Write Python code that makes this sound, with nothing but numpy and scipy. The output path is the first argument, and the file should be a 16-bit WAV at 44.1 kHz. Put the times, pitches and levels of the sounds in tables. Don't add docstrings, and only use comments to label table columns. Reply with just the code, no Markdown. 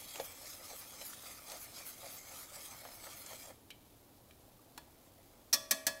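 import sys
import numpy as np
from scipy import signal
from scipy.fft import rfft, irfft
from scipy.io import wavfile

SR = 44100
rng = np.random.default_rng(int(sys.argv[2]) if len(sys.argv) > 2 else 0)


def wav_out(sig):
    wavfile.write(sys.argv[1], SR, np.round(np.clip(np.atleast_2d(sig).T, -1, 1) * 32767).astype(np.int16))


N = 264587

# (time of the push [s], slosh [dB], scrape [dB], hiss of the wire tips [dB],
# delay from push to sweep [s], negative if the sweep comes first)
TURNS = [(.175, -54.5, -56, -52.5, 0.065), (.44, -62, -57.5, -57, 0.065), (.715, -60, -57, -50.5, .075),
         (1.0, -61, -55.5, -50, 0.079), (1.265, -60, -57.5, -57, 0.065),
         (1.531, -55.5, -55.5, -51.5, 0.098), (1.795, -62.5, -55, -49, 0.088),
         (2.056, -56.5, -55.5, -50, 0.084), (2.32, -56.5, -56, -53.5, .078), (2.575, -60, -55, -57, 0.073),
         (2.745, -57, -59, -61, 0.0082), (2.855, -57, -63, -56, 0.11), (3.054, -55, -57, -52, .14),
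         (3.305, -57, -55.5, -58, .03), (3.479, -57.5, -60, -59.5, -0.047)]
# (slosh [dB], scrape [dB], hiss [dB])
CONTACT_LEVELS = (-64.5, -56, -55.5)
# (time of the peak [s], rise [s], fall [s], only its size counts, slosh [dB], scrape [dB])
GENTLE_STIR = (6, 1.8, -7, -73, -78)
# (frequency [Hz], level [dB])
SLOSH_COLOUR = [(200, -19.5), (430, -11.5), (520, 1.5), (780, 0.5), (1020, -6.5), (1300, -8), (1520, -15.5),
                (2000, -8.5), (3500, -32)]
# (frequency [Hz], half-width [Hz], level [dB])
SCRAPE_RESONANCES = [(1264, 162, 2.5), (1790, 91, -4), (2254, 350, 1), (3300, 266, 0.5), (4050, 450, -2),
                     (4510, 390, -5), (5130, 350, -2.5), (5150, 1330, -1), (6290, 154, 3), (6630, 230, 2.5),
                     (7420, 280, 2), (7930, 260, 0.5), (8550, 630, -1.5)]
# (frequency [Hz], level [dB])
HISS_COLOUR = [(1500, -13.5), (4000, -21.5), (8300, -23), (9200, -1), (10300, -4), (11400, -2), (12400, -4),
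               (13050, -3.5), (13900, -7), (16000, -5.5)]
# (time [s], thud of the bottom [dB], factor on the bottom's pitch and decay speed,
# ping of a wire [dB], ring of the wall [dB], tick [dB], tick centre [Hz], tick half-width [octaves])
KNOCKS = [(0.157, -53, 0.65, -62, -69, -41, 3000, 1.3), (.198, -29, 1.03, -54, -60, -41.5, 3360, 0.71),
          (.701, -39.5, 1.54, -71, -72, -52, 1000, 0.97), (.731, -42.5, 1.01, -72, -72, -55, 900, 1.3),
          (1.013, -44, 1.1, -57, -77, -52, 2450, 0.52), (1.132, -67, 0.98, -72, -69, -46.5, 1560, 0.4),
          (1.498, -57, 1.2, -80, -72, -43.5, 5100, 0.38), (1.518, -42.5, 1.24, -66, -68, -40.5, 5000, 1.2),
          (2.851, -42, 1.33, -68, -68, -46, 1200, 1), (3.068, -46, 1.07, -77, -72, -47.5, 1300, 0.49),
          (3.262, -58.5, 1.3, -68, -64, -44, 7400, 0.33), (3.331, -43.5, 1.08, -68, -70, -48.5, 1200, .75),
          (3.704, -61, 0.95, -50.5, -70, -46.5, 4500, 1.5), (4.309, -59, 0.73, -71, -75, -59, 2400, 1.1),
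          (4.777, -37.5, 1.84, -66, -58, -42, 1400, 3.9)]
# (frequency [Hz], half-width [Hz], level [dB])
PING_RESONANCES = [(2400, 120, -3), (2340, 99, 1), (3070, 150, 2), (3940, 160, -4.5), (4230, 75, -17)]
# (frequency [Hz], level [dB], t60 [s])
BOTTOM_MODES = [(130, -26, 0.052), (478, -5.5, 0.079), (523.6, 1, 0.059), (599, -2.5, 0.046),
                (763, 2, 0.026), (1067, -25, 0.11)]
# (frequency [Hz], level [dB], t60 [s], change with the place of the rap [dB])
PAN_MODES = [(269, -9, .37, 0), (571, -8, .84, 2), (640, -8.5, .95, 0), (1149, -8, .33, -2),
             (1702, 5, .2, 8.5), (1893, 6.5, .11, 4), (2350, 2, .1, 1), (2580, -9, .47, 3),
             (3140, -12, .24, -1), (3437, .5, .28, -3.5), (4273, 0, .2, 3), (4370, 0, .12, 0),
             (4597, -6, .26, 6), (4870, -13, .21, 3), (5311, -5, .26, 4), (6240, -6, .11, -3)]
# (time [s], frequency [Hz], level [dB])
PLOPS = [(4.437, 775, -57), (4.478, 604, -50), (4.592, 1170, -53), (4.672, 840, -56), (4.875, 830, -51)]
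# (time [s], clack [dB], length of the rattle [s], ring of the wires [dB],
# ring of the pan [dB], place along the rim, 0 in the middle)
RAPS = [(5.5282, -27, 0.014, -26.5, -42, -0.63), (5.5524, -39, 0.0013, -55, -55, -0.47),
        (5.7095, -22.5, 0.0041, -30.5, -43.5, 0.2), (5.867, -23, 0.0019, -51, -44.5, 0.73)]
# (frequency [Hz], half-width [Hz], level [dB])
CLACK_RESONANCES = [(258, 61, -3), (670, 150, -1), (1137, 234, -1), (1830, 65, 6), (2420, 220, 3),
                    (3250, 260, 1.5), (3540, 300, 3.5), (3830, 170, 2.5), (4480, 400, 5.5), (5460, 570, 6),
                    (6260, 270, 11.5), (7160, 240, 4), (7830, 440, 8), (8700, 500, 0.5), (9470, 450, 2.5),
                    (10000, 350, -1), (12140, 1100, 4), (15000, 3500, 2.5), (9250, 2600, -3)]
# (frequency [Hz], t60 [s])
CLACK_DECAY = [(300, 0.28), (1800, 0.094), (5000, 0.065), (14000, 0.048)]
# (frequency [Hz], level [dB], t60 [s])
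WIRE_MODES = [(4275, -7, .04), (5065, -8, .04), (5342, -5, .055), (5570, 0, .04), (5638, -3, .035),
              (5780, -5, .03), (6240, -8, .03), (6420, -12, .03), (8910, -11, .045), (9630, -14, .05),
              (12420, -10, .045)]
# (frequency [Hz], t60 [s])
ROOM_DECAY = [(200, .4), (1000, 0.85), (3500, 0.56), (5600, 0.36), (9000, 0.47), (15000, 0.29)]
# (frequency [Hz], level [dB])
RUMBLE_COLOUR = [(15, -9.5), (35, 2.5), (55, -2.5), (85, 4), (120, 1), (185, -5), (280, 1), (420, -6.5),
                 (620, -6.5), (1000, -12), (1700, -21.5), (4000, -43), (12000, -69)]
# (frequency [Hz], level [dB])
SIZZLE_COLOUR = [(600, -14), (1800, -7), (3700, -1), (6000, -4), (8300, -4.5), (11500, -0.5), (14000, -1),
                 (16000, -2)]

TIME = np.arange(N) / SR


def stirring(slosh_flutter_db=2.5, scrape_flutter_db=1.46, hard_db=-50, sing_db=-6):
    slosh_gain, scrape_gain, hiss_gain = whisking()
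    slosh = colour(grains(per_s=1500, spread_db=1.5), SLOSH_COLOUR)
    scrape = resonate(grains(per_s=12000, spread_db=1.13), SCRAPE_RESONANCES)
    hiss = colour(grains(per_s=19000, spread_db=2.1), HISS_COLOUR)
    slosh = patchy(slosh, depth_db=2.5, patch_hz=60, patch_s=0.015)
    scrape = patchy(scrape, depth_db=3.4, patch_hz=80, patch_s=0.02)
    hiss = patchy(hiss, depth_db=3.3, patch_hz=85, patch_s=0.022)
    press = hiss_gain / amp(hard_db)
    sing = amp(sing_db) * press * resonate(rng.standard_normal(N), [(13300, 640, 0)])
    friction = scrape * scrape_gain + (hiss + sing) * hiss_gain
    churn = slosh * slosh_gain
    slosh_flutter = amp(slosh_flutter_db * drift(41))
    scrape_flutter = amp(scrape_flutter_db * drift(38))
    return churn * slosh_flutter + friction * scrape_flutter


def whisking(ease_db_per_s=1.23, stop_s=3.485, stop_fade_s=0.028, tips_in_drag_db=-3):
    touch = amp(-ease_db_per_s * TIME) ** 2 * swell(0, stop_fade_s, stop_fade_s, stop_s)
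    slosh, scrape, hiss = (amp(db) ** 2 * touch for db in CONTACT_LEVELS)
    for push_s, slosh_db, scrape_db, hiss_db, delay_s in TURNS:
        sweep_s = push_s + delay_s
        push = amp(slosh_db) ** 2 * swell(push_s, rise_s=0.037, fall_s=0.033)
        drag = amp(scrape_db) ** 2 * swell(min(push_s, sweep_s), 0.052, 0.04, hold_s=abs(delay_s))
        sweep = amp(hiss_db) ** 2 * swell(sweep_s, rise_s=0.028, fall_s=0.026)
        slosh = slosh + push
        scrape = scrape + drag
        hiss = hiss + sweep + amp(tips_in_drag_db) ** 2 * drag
    peak_s, rise_s, fall_s, slosh_db, scrape_db = GENTLE_STIR
    gentle = swell(peak_s, rise_s, fall_s)
    slosh = slosh + amp(slosh_db) ** 2 * gentle
    scrape = scrape + amp(scrape_db) ** 2 * gentle
    return np.sqrt([slosh, scrape, hiss])


def swell(s, rise_s, fall_s, hold_s=0):
    early = np.maximum(s - TIME, 0)
    late = np.maximum(TIME - s - hold_s, 0)
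    return np.exp(-(early / rise_s) ** 2 - (late / fall_s) ** 2)


def patchy(x, depth_db, patch_hz, patch_s):
    hz, t, z = signal.stft(x, SR, nperseg=512)
    field = rng.standard_normal(z.shape)
    for axis, width in enumerate((patch_hz / hz[1], patch_s / t[1])):
        kernel = signal.windows.gaussian(41, width)
        field = np.apply_along_axis(np.convolve, axis, field, kernel, "same")
    return unit(signal.istft(z * amp(depth_db * unit(field)), SR, nperseg=512)[1][:N])


def knocks(rise_s=0.00034, tick_t60=0.033, ping_t60=0.125, swell_s=0.0029, wall_damping=2.15):
    out, t = np.zeros(N), np.arange(SR // 4) / SR
    wall_modes = [(hz, db, t60 / wall_damping) for hz, db, t60, _ in PAN_MODES]
    for s, thud_db, pitch, ping_db, wall_db, tick_db, tick_hz, octaves in KNOCKS:
        contact = rng.standard_normal(len(t))
        off_centre = np.log2((bins(t) + 1) / tick_hz) / octaves
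        bump = 1 / np.sqrt(1 + off_centre ** 4)
        tick = unit(irfft(rfft(contact) * bump, len(t))) * amp(tick_db - 60 * t / tick_t60)
        ping = resonate(contact, PING_RESONANCES) * amp(ping_db - 60 * t / ping_t60)
        thud = amp(thud_db) * ring(BOTTOM_MODES, t * pitch) * (1 - np.exp(-t / swell_s))
        wall = amp(wall_db) * ring(wall_modes, t)
        add(out, s, (tick + ping + wall + thud) * (1 - np.exp(-t / rise_s)))
    return out


def plops(t60=0.031, rise_s=0.0021):
    out, t = np.zeros(N), np.arange(SR // 8) / SR
    for s, hz, db in PLOPS:
        add(out, s, ring([(hz, db, t60)], t) * (1 - np.exp(-t / rise_s)))
    return out


def raps(rise_s=0.0006, lowest_hz=95):
    out, t = np.zeros(N), np.arange(SR * 3 // 4) / SR
    for s, clack_db, rattle_s, wires_db, pan_db, place in RAPS:
        chatter = resonate(rng.standard_normal(len(t)), CLACK_RESONANCES)
        clack = amp(clack_db) * fade(chatter, CLACK_DECAY, hold=rattle_s)
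        wires = amp(wires_db) * rattle(t, rattle_s)
        struck = [(hz, db + place * change_db, t60) for hz, db, t60, change_db in PAN_MODES]
        pan = amp(pan_db) * ring(struck, t)
        add(out, s, (clack + wires + pan) * (1 - np.exp(-t / rise_s)))
    return signal.sosfilt(signal.butter(2, lowest_hz, "highpass", fs=SR, output="sos"), out)


def rattle(t, length_s, jostle=0.091):
    out, free_s = 0, np.maximum(t - length_s, 0)
    for hz, db, t60 in WIRE_MODES:
        steady = 2 * np.pi * (hz * t + rng.random())
        jolts = rng.standard_normal(len(t)) * (t < length_s)
        phase = steady + jostle * np.cumsum(jolts)
        out = out + amp(db - 60 * free_s / t60) * np.sin(phase)
    return out


def kitchen(x, first_s=0.0023):
    t = np.arange(SR // 2) / SR
    signs = rng.choice([-1., 1.], len(t))
    present = rng.random(len(t)) < 1 / 10
    tail = fade(signs * present * (t > first_s), ROOM_DECAY)
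    return signal.fftconvolve(x, tail / np.linalg.norm(tail))[:N]


def background(rumble_db=-64, sizzle_db=-66, waver_db=-0.5):
    rumble = amp(rumble_db) * colour(rng.standard_normal(N), RUMBLE_COLOUR)
    sizzle_gain = amp(sizzle_db + waver_db * drift(25))
    sizzle = sizzle_gain * colour(grains(per_s=16000, spread_db=-2.0), SIZZLE_COLOUR)
    return rumble + sizzle


def grains(per_s, spread_db):
    size = amp(spread_db * np.minimum(rng.exponential(1, N), 5))
    return size * rng.standard_normal(N) * (rng.random(N) < per_s / SR)


def drift(limit_hz):
    return unit(irfft(rfft(rng.standard_normal(N)) * np.exp(-(bins(TIME) / limit_hz) ** 2), N))


def ring(modes, t):
    return sum(amp(db - 60 * t / t60) * np.sin(2 * np.pi * hz * t) for hz, db, t60 in modes)


def resonate(x, peaks):
    power = sum(amp(db) ** 2 / (1 + ((bins(x) - hz) / width) ** 2) ** 2 for hz, width, db in peaks)
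    return unit(irfft(rfft(x) * np.sqrt(power), len(x)))


def colour(x, points):
    return unit(irfft(rfft(x) * amp(read(points, bins(x))), len(x)))


def fade(x, t60s, hold=0):
    hz, t, z = signal.stft(x, SR, nperseg=128)
    decay = amp(-60 * np.maximum(t - hold, 0) / read(t60s, hz)[:, None])
    return signal.istft(z * decay, SR, nperseg=128)[1][:len(x)]


def read(points, hz):
    f, value = np.transpose(points)
    return np.interp(np.log(hz + 1), np.log(f + 1), value)


def bins(x):
    return np.fft.rfftfreq(len(x), 1 / SR)


def amp(db):
    return 10 ** (np.asarray(db) / 20)


def unit(x):
    return x / np.sqrt(np.mean(x ** 2) + 1e-20)


def add(mix, s, sound):
    part = mix[max(round(s * SR), 0):][:len(sound)]
    part += sound[:len(part)]


def scene(room_db=-14.5):
    pan = stirring() + knocks() + plops() + raps()
    return (pan + amp(room_db) * kitchen(pan) + background())[None]


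def record(dry, edge_hz=15780):
    low_pass = signal.firwin(511, edge_hz, window=("kaiser", 9), fs=SR)
    return signal.oaconvolve(dry, low_pass[None], "same")


dry = scene()
out = record(dry)
wav_out(out)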